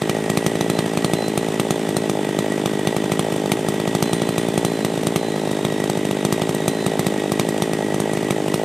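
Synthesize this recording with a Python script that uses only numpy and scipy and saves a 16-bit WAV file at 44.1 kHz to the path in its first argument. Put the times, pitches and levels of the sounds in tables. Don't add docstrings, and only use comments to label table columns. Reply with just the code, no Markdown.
import sys
import numpy as np
from scipy import signal
from scipy.fft import rfft, irfft
from scipy.io import wavfile
from scipy.ndimage import uniform_filter1d

SR = 44100
rng = np.random.default_rng(int(sys.argv[2]) if len(sys.argv) > 2 else 0)


def log_audio(samples):
    frames = np.atleast_2d(samples).T
    limited = np.clip(frames, -1, 1)
    pcm = np.round(limited * 32767).astype(np.int16)
    wavfile.write(sys.argv[1], SR, pcm)


N = 381024

# time in seconds, strength in relative dB, treble of the gas crack against
# its middle in dB, pitch of a short tone that colours the crack, in Hz.
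FIRINGS = [(0.0192, -17, -5, 3300), (0.0946, -11, -5, 2350), (0.2992, -12.5, -4, 7600),
           (0.3725, -10, -4.5, 2400), (0.463, -7.5, -2.5, 1950), (0.5542, -19.5, -5, 1850),
           (0.6088, -12, -4, 6120), (0.699, -11.0, -5, 4000), (0.7887, -11, -9, 8560),
           (0.8608, -22, -3, 2350), (0.935, -25, -3, 2350), (0.9726, -13.5, -5, 2350),
           (1.0449, -9.5, -4, 4400), (1.1343, -11, -2, 3470), (1.281, -21, 8, 7600),
           (1.3754, -12, -1, 9250), (1.4853, -22.0, 1, 7600), (1.542, -24.5, -2, 2350),
           (1.5969, -9.5, -4, 8600), (1.7062, -10.5, -2, 6650), (1.8897, -18.5, 1, 1940),
           (1.9665, -11.5, 1.5, 4170), (2.096, -14, 2, 2360), (2.2505, -26, -3, 1940),
           (2.29, -21.5, 0, 1940), (2.388, -13.5, -2, 4100), (2.521, -22.5, -3, 9040),
           (2.5793, -23.5, -5, 2350), (2.658, -12.5, -5, 5990), (2.7343, -23.5, -2, 2350),
           (2.793, -23.5, -4, 3040), (2.8716, -10.5, -6, 6200), (2.9648, -14.5, -3, 2370),
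           (3.0406, -21, -4, 5940), (3.1183, -11, -3, 2300), (3.1928, -11, -6, 9200), (3.323, -20, 1, 3010),
           (3.362, -21, 1, 8590), (3.4584, -20.5, -4, 3230), (3.5174, -7, -0.5, 2360),
           (3.5918, -24.5, -1, 3040), (3.6854, -14, 3, 8700), (3.742, -23, 3, 1840),
           (3.7995, -18, -3, 2400), (3.8755, -16, -6, 3340), (3.9497, -12, -3, 7640),
           (4.0248, -8.5, -1, 8500), (4.131, -11, -1, 3770), (4.2182, -15, -3, 3230),
           (4.2894, -14.5, -1, 9030), (4.38, -11, 0, 3850), (4.4855, -19.5, -1.5, 9000),
           (4.54, -24, 0, 3440), (4.5767, -11.0, -2, 9000), (4.648, -10, 1, 8960), (4.7188, -23.5, 0, 3440),
           (4.7912, -26, 1, 2560), (4.8474, -11, -3, 2000), (4.9395, -24.5, -4, 2350),
           (4.976, -22, -3, 3570), (5.0327, -22.5, 4, 3640), (5.0691, -12, -3, 8860),
           (5.1593, -8.5, -1, 2240), (5.2847, -26.5, -2, 3830), (5.361, -23, -6, 1920),
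           (5.474, -22, -4, 3830), (5.513, -20, 6, 2930), (5.5909, -27, -6, 1940), (5.649, -13, -4, 1900),
           (5.7237, -24.5, -5, 1940), (5.801, -21, 1, 1880), (5.8396, -18, -1, 7990),
           (5.8978, -12.5, -5, 7900), (5.973, -19, 0, 1940), (6.0512, -18, 1, 1830), (6.1102, -16, 1, 2820),
           (6.1699, -26.5, -10, 1940), (6.2494, -11, -3, 6100), (6.3246, -9.5, 1, 1970),
           (6.4178, -13.0, -9, 2310), (6.4917, -15.5, 0, 9800), (6.5472, -20.5, 11, 7940),
           (6.6037, -25, -2, 2350), (6.6792, -8.5, 0, 8660), (6.8633, -12, -1, 3780),
           (6.9928, -10.5, 0, 2000), (7.0661, -11.5, 0, 7950), (7.3185, -12, 1, 2360),
           (7.3957, -9.0, -3, 3770), (7.488, -19.5, 11, 9300), (7.621, -11, -5, 5670),
           (7.733, -16.0, -6, 9600), (7.9429, -17, -2, 6000), (8.001, -14.5, 3, 8560),
           (8.1336, -20, 5, 9550), (8.1722, -18.5, -5, 2270), (8.229, -22, -7, 2350),
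           (8.3065, -11.5, -1.5, 2280), (8.4813, -20.5, -2, 2810), (8.5411, -11.5, 2, 5300)]
# frequency in Hz, gain in dB.
BANG_MUFFLER = [(43, 5), (68, 10), (93, 22.5), (139, 32), (193, 34.5), (290, 20.5), (335, 32), (502, 21.5),
                (645, 24), (820, 20.5), (1019, 9.5), (1230, 17), (1403, 9.5), (1550, -2.5), (3500, -4.5),
                (7000, -16)]
# frequency in Hz, gain in dB.
POP_MUFFLER = [(45, -27), (80, -2), (115, 15), (172, 24), (276, 20), (335, 23), (380, 24.5), (445, 26),
               (510, 21), (642, 23), (730, 16.5), (830, 19.5), (890, 17), (935, 6), (980, -9), (1060, -2),
               (1200, -10), (1320, -6), (1500, -14), (3000, -29)]
# frequency in Hz, gain in dB.
RICH_CHARGE = [(60, -4.5), (140, 2), (300, -0.5)]
# frequency in Hz, gain in dB.
GAS_CRACK = [(200, -12), (900, 12), (1700, -1.5), (2050, 7.5), (2400, 9), (2750, 6), (3700, 9), (5000, 3),
             (6100, 7), (6900, 3.5), (8600, 10), (11200, -2.5), (13200, 3.5), (14500, -25)]
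WEAK_DB, FULL_DB = -26, -10.5


def firings(thump_db=0.0, crack_db=8.0, tail_db=4.5, tone_db=-10, tone_s=0.0029, crack_lag_s=0.0004,
            width_db=-3.0, lag_s=.0004, pop_lead_s=.0011, split_hz=4700):
    times, strengths, bright_db, tone_hz = np.transpose(FIRINGS)
    opens = times + lag_s
    cracks = times + lag_s + crack_lag_s
    fullness = np.clip((strengths - WEAK_DB) / (FULL_DB - WEAK_DB), 0, 1.1)
    weak_pulses = pulses(opens - pop_lead_s, np.maximum(1 - fullness, 0))
    pops = colour(colour(weak_pulses, RICH_CHARGE), POP_MUFFLER)
    bangs = undb(thump_db) * colour(pulses(opens, fullness), BANG_MUFFLER)
    out = pops - bangs
    for band, db in (("low", strengths - bright_db / 2), ("high", strengths + bright_db / 2)):
        crack = hiss(cracks, undb(db + crack_db), burst(rise_s=.0004, decay_s=.00065))
        tail = hiss(cracks, undb(db + tail_db), burst(rise_s=.001, decay_s=.005))
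        split = signal.butter(4, split_hz, band, fs=SR, output="sos")
        out = out + signal.sosfilt(split, colour(crack + tail, GAS_CRACK))
    out = out + pings(cracks, tone_hz, undb(strengths + tone_db), tone_s)
    glance = hiss(cracks, undb(strengths + width_db), burst(rise_s=0.00055, decay_s=0.00086))
    return out + sideways(colour(glance, GAS_CRACK))


# frequency in Hz, gain in dB.
PUMP_MUFFLER = [(45, -27), (80, -1), (122, 13.5), (180, 23.5), (225, 25), (290, 24.5), (335, 24),
                (410, 26.3), (455, 23), (516, 10), (580, 16.5), (650, 15.5), (714, 8), (825, 12), (900, 8),
                (970, -2), (1050, -8), (1300, -8), (1500, -14), (3000, -27)]
IDLE_HZ = 53.3
PUMP_DB_PER_HZ, POP_SHARE_PER_HZ = 0.13, 0.21
POP_SHARE = 0.8


def strokes(times, ripe, heavy, pump_db=0, pop_db=0, lag_s=0.0001, pop_lead_s=0.00045, scatter_db=0.1,
            burn_scatter=0.42, heavy_burn=0.28):
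    sag_hz = IDLE_HZ - speed(times)
    size_chance, burn_chance = rng.standard_normal((len(times), 2)).T
    sizes = undb(PUMP_DB_PER_HZ * sag_hz + scatter_db * size_chance)
    usual_burn = np.where(heavy, heavy_burn, POP_SHARE) + POP_SHARE_PER_HZ * sag_hz
    burn = ripe * np.clip(usual_burn + burn_scatter * burn_chance, 0, 1)
    opens = times + lag_s - pop_lead_s * burn

    def puffs(share):
        plain = pulses(opens, sizes * share * ~heavy)
        rich = pulses(opens, sizes * share * heavy)
        return plain + colour(rich, RICH_CHARGE)

    pumping = undb(pump_db) * colour(puffs(1 - burn), PUMP_MUFFLER)
    popping = undb(pop_db) * colour(puffs(burn), POP_MUFFLER)
    return pumping + popping + air_box(opens, sizes)


def air_box(times, sizes, hz=316, t60_s=0.12, db=-30, lag_s=0.00639, scatter_db=0.3):
    t = np.arange(SR // 4) / SR
    gulps = pulses(times + lag_s, sizes * undb(scatter_db * rng.standard_normal(len(times))))
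    ring = undb(db - 60 * t / t60_s) * np.sin(2 * np.pi * hz * t)
    return through(gulps, ring)


def smear(x, corner_hz=160):
    g = np.tan(np.pi * corner_hz / SR)
    pole = (1 - g) / (1 + g)
    return signal.lfilter([pole, -1], [1, -pole], x)


def crank(slowing=.003, jitter=0.004, run_on_s=0.15, count=2, size=5):
    starts = np.transpose(FIRINGS)[0]
    ends = np.append(starts[1:], starts[-1] + run_on_s)
    times, ripe, heavy = [], [], []
    for start, end in zip(starts, ends):
        turns = (end - start) * speed(np.linspace(start, end)).mean()
        age = np.arange(1, max(round(turns), 1) + 1)
        elapsed = np.cumsum(1 + slowing * age + jitter * rng.standard_normal(len(age)))
        times.append(start + (end - start) * elapsed[:-1] / elapsed[-1])
        ripe.append((age[:-1] - 1) % size >= count)
        heavy.append(age[:-1] == len(age) - 1)
    return np.concatenate(times), np.concatenate(ripe), np.concatenate(heavy)


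# time in seconds, speed in turns per second.
CRANK_SPEED = [(0.0, 51.4), (0.12, 53.3), (0.41, 54.4), (1.73, 54.3), (2.16, 52.3), (3.32, 52.3),
               (3.95, 53.7), (4.09, 55.3), (5.17, 55.2), (5.39, 52.6), (6.18, 51.4), (6.38, 53.3),
               (6.66, 53.4), (8.64, 51.4)]


def speed(times):
    return np.interp(times, *np.transpose(CRANK_SPEED))


# frequency in Hz, gain in dB.
RATTLE_COLOUR = [(40, -16.5), (75, -6), (120, 8.5), (200, 16.5), (500, 6), (820, 4), (960, 3), (1100, 2.5),
                 (1450, -2.5), (1620, -1), (2150, -2.5), (3700, -3.5), (4080, -8.5), (4600, -9.5),
                 (6900, -9.5), (8500, -6.5), (10800, -17.5), (13500, -21)]
# frequency in Hz, width in Hz, level in relative dB.
CASING_MODES = [(1925, 58, 11), (1600, 130, -6), (2230, 140, -7), (2583, 45, -3), (3042, 65, -2),
                (3400, 150, -6), (6468, 25, -9), (9076, 50, -8)]
# time in seconds, level in relative dB.
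CASING_LEVEL = [(0, 3), (1.7, 0), (1.85, 0), (2.15, -2.5), (2.3, 2.5), (3.1, 1), (3.3, -1.5), (3.6, -1),
                (3.8, 2), (4.7, 0.5), (4.9, -6), (5.1, 0.5), (5.35, -2), (5.8, 1), (8.64, 2.5)]


def rattle(times, slap_db=0.28, whirr_db=-32, tick_db=-10, casing_db=-2, width_db=-39, lead_s=0.007,
           scatter_db=0.97, tick_scatter_db=4.0, tick_lead_s=0.0035, db_per_hz=0.07):
    slap_chance, time_chance, tick_chance = rng.standard_normal((len(times), 3)).T
    slap_sizes = undb(slap_db + scatter_db * slap_chance)
    slap = hiss(times - lead_s, slap_sizes, burst(rise_s=0.0047, decay_s=0.0051))
    tick_times = times - tick_lead_s + 0.00046 * time_chance
    tick_sizes = undb(tick_db + tick_scatter_db * tick_chance)
    ticks = hiss(tick_times, tick_sizes, burst(rise_s=.0001, decay_s=0.00081))
    whirr = undb(whirr_db) * rng.standard_normal(N)
    t = np.arange(N) / SR
    shake = (slap + ticks + whirr) * undb(db_per_hz * (speed(t) - IDLE_HZ))
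    casing = sum(undb(db) * resonate(shake, hz, width) for hz, width, db in CASING_MODES)
    casing = undb(casing_db + np.interp(t, *np.transpose(CASING_LEVEL))) * casing
    spread = sideways(colour(undb(width_db) * rng.standard_normal(N), RATTLE_COLOUR))
    return colour(shake, RATTLE_COLOUR) + casing + covers(shake) + loose_parts(times) + spread


# start in seconds, end in seconds, frequency in Hz, width in Hz,
# level in relative dB.
COVER_BUZZES = [(0, 1.3, 2630, 35, -3), (1.6, 4.7, 3470, 70, 2), (2.75, 4.7, 3050, 40, 3),
                (5.15, 7.4, 3770, 130, 0)]


def covers(shake, fade_s=.2):
    t = np.arange(N) / SR
    out = 0
    for start, end, hz, width, db in COVER_BUZZES:
        fade = np.clip(np.minimum(t - start, end - t) / fade_s + .5, 0, 1)
        out = out + undb(db) * fade * resonate(shake, hz, width, drift=0.00299)
    return out


def loose_parts(times, db=-32, scatter_db=1.5, lead_s=.0033, spread_s=.0008, hz=3000, octaves=0.36,
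                ring_s=0.00088, count=2):
    pitch_chance, time_chance, size_chance = rng.standard_normal((len(times) * count, 3)).T
    pitch = np.clip(hz * 2 ** (octaves * pitch_chance), 1000, 9000)
    clicks = np.repeat(times, count) - lead_s + spread_s * time_chance
    return pings(clicks, pitch, undb(db + scatter_db * np.minimum(size_chance, 2)), ring_s)


# time in seconds, low mode and high mode each in dB against the mode's
# own level, free ringing in seconds.
DRUM_TAPS = [(.373, -14, 17, .1), (0.698, -2, -8, .17), (1.046, -1, 13, .08), (1.16, 2, -12, .22),
             (1.707, -8, -15, .2), (1.967, -5, -15, 0.13), (4.024, 2.5, -4, 0.11), (4.132, -14, 16, .04),
             (4.178, 1.5, -6, 0.17), (4.38, -9, 16, 0.055), (4.575, -1, -8, .07), (4.65, 3.5, 12, .22),
             (5.16, 2, -6, .3), (6.679, 1, 8, .2), (7.395, -6, -10, .15)]
# frequency in Hz, level in dB, free decay by 60 dB in seconds.
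DRUM_MODES = [(4058, -39, 1.5), (9076, -52, .4)]


def clutch_drum(touch_db=-7, touch_s=.09, waver_db=3.0, waver_rate=32, waver_hz=2.7):
    out = 0
    t = np.arange(N) / SR
    age = np.arange(SR) / SR
    for mode, (hz, gain_db, t60) in enumerate(DRUM_MODES):
        power = 0
        for start, *mode_db, free_s in DRUM_TAPS:
            brushed_db = touch_db * np.clip((age - free_s) / touch_s, 0, 1)
            db = mode_db[mode] + gain_db - 60 * age / t60 + brushed_db
            power = power + pulses(round(start * SR) / SR + age, undb(db) ** 2)
        phase = 2 * np.pi * (hz * t + np.cumsum(waver_hz * walk(waver_rate)) / SR)
        out = out + np.sqrt(power) * undb(waver_db * walk(waver_rate)) * np.sin(phase)
    return out


# frequency in Hz, gain in dB against the direct sound.
YARD_SCATTER = [(60, -17), (200, -29), (400, -26), (800, -18), (2000, -16), (6000, -15), (13000, -11)]


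def yard(x, t60_s=0.16):
    t = np.arange(SR // 2) / SR
    spray = rng.standard_normal((2, len(t))) * np.exp(-np.log(1000) * t / t60_s)
    spray /= np.linalg.norm(spray, axis=1, keepdims=True)
    scattered = colour(x.mean(axis=0), YARD_SCATTER)
    return x + np.array([through(scattered, side) for side in spray])


def sideways(x, corner_hz=2500):
    treble = signal.sosfilt(signal.butter(1, corner_hz, "high", fs=SR, output="sos"), x)
    return np.outer([1, -1], treble)


def resonate(x, hz, width_hz, drift=.003, drift_rate=7):
    pole = np.exp(-np.pi * width_hz / SR)
    noise = x * rng.choice([-1., 1.], N)
    ring = signal.lfilter([2 * (1 - pole)], [1, -pole * np.exp(2j * np.pi * hz / SR)], noise)
    wander = 2 * np.pi * np.cumsum(hz * drift * walk(drift_rate)) / SR
    return np.abs(ring) * np.cos(np.angle(ring) + wander)


def pings(times, hz, sizes, decay_s):
    t = np.arange(SR // 50) / SR
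    rings = np.sin(2 * np.pi * np.outer(hz, t)) * np.exp(-t / decay_s) * sizes[:, None]
    sample_times = np.round(times * SR)[:, None] / SR + t
    return pulses(sample_times.ravel(), rings.ravel())


def burst(rise_s, decay_s, size=4096):
    t = np.arange(size) / SR
    shape = (1 - np.exp(-t / rise_s)) ** 2 * np.exp(-t / decay_s)
    return shape / shape.sum()


def hiss(times, sizes, envelope):
    power = np.abs(through(pulses(times, sizes ** 2), envelope))
    return np.sqrt(power) * rng.standard_normal(N)


def pulses(times, sizes):
    at = np.round(times * SR).astype(int)
    inside = (at >= 0) & (at < N)
    return np.bincount(at[inside], sizes[inside], N)


def walk(rate):
    k = int(SR / rate)
    steps = np.repeat(rng.standard_normal(N // k + 1), k)
    return 1.3 * uniform_filter1d(uniform_filter1d(steps, k), k)[:N]


def colour(x, points, size=4096):
    hz, db = np.transpose(points)
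    grid = np.maximum(np.fft.rfftfreq(size, 1 / SR), 1)
    gain = undb(np.interp(np.log(grid), np.log(hz), db))
    cepstrum = irfft(np.log(gain))
    cepstrum[1:size // 2] *= 2
    cepstrum[size // 2 + 1:] = 0
    return through(x, irfft(np.exp(rfft(cepstrum))))


def through(x, response):
    return signal.fftconvolve(x, response)[:N]


def undb(db):
    return 10 ** (np.asarray(db) / 20)


def scene():
    times, ripe, heavy = crank()
    exhaust = smear(firings() + strokes(times, ripe, heavy))
    every_turn = np.append(times, np.transpose(FIRINGS)[0])
    return yard(exhaust + rattle(every_turn) + clutch_drum())


# frequency in Hz, gain in dB.
RIGHT_MICROPHONE = [(200, 0), (1200, .5), (9000, .7), (13000, 2)]
TOP_HZ = 14200


def record(dry, low_cut_hz=50):
    sides = [dry[0], colour(dry[1], RIGHT_MICROPHONE)]
    heard = signal.sosfilt(signal.butter(2, low_cut_hz, "high", fs=SR, output="sos"), sides)
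    top_cut = signal.ellip(8, .2, 70, TOP_HZ, fs=SR, output="sos")
    return signal.sosfilt(top_cut, np.clip(heard, -1, 1))


dry = scene()
out = record(dry)
log_audio(out)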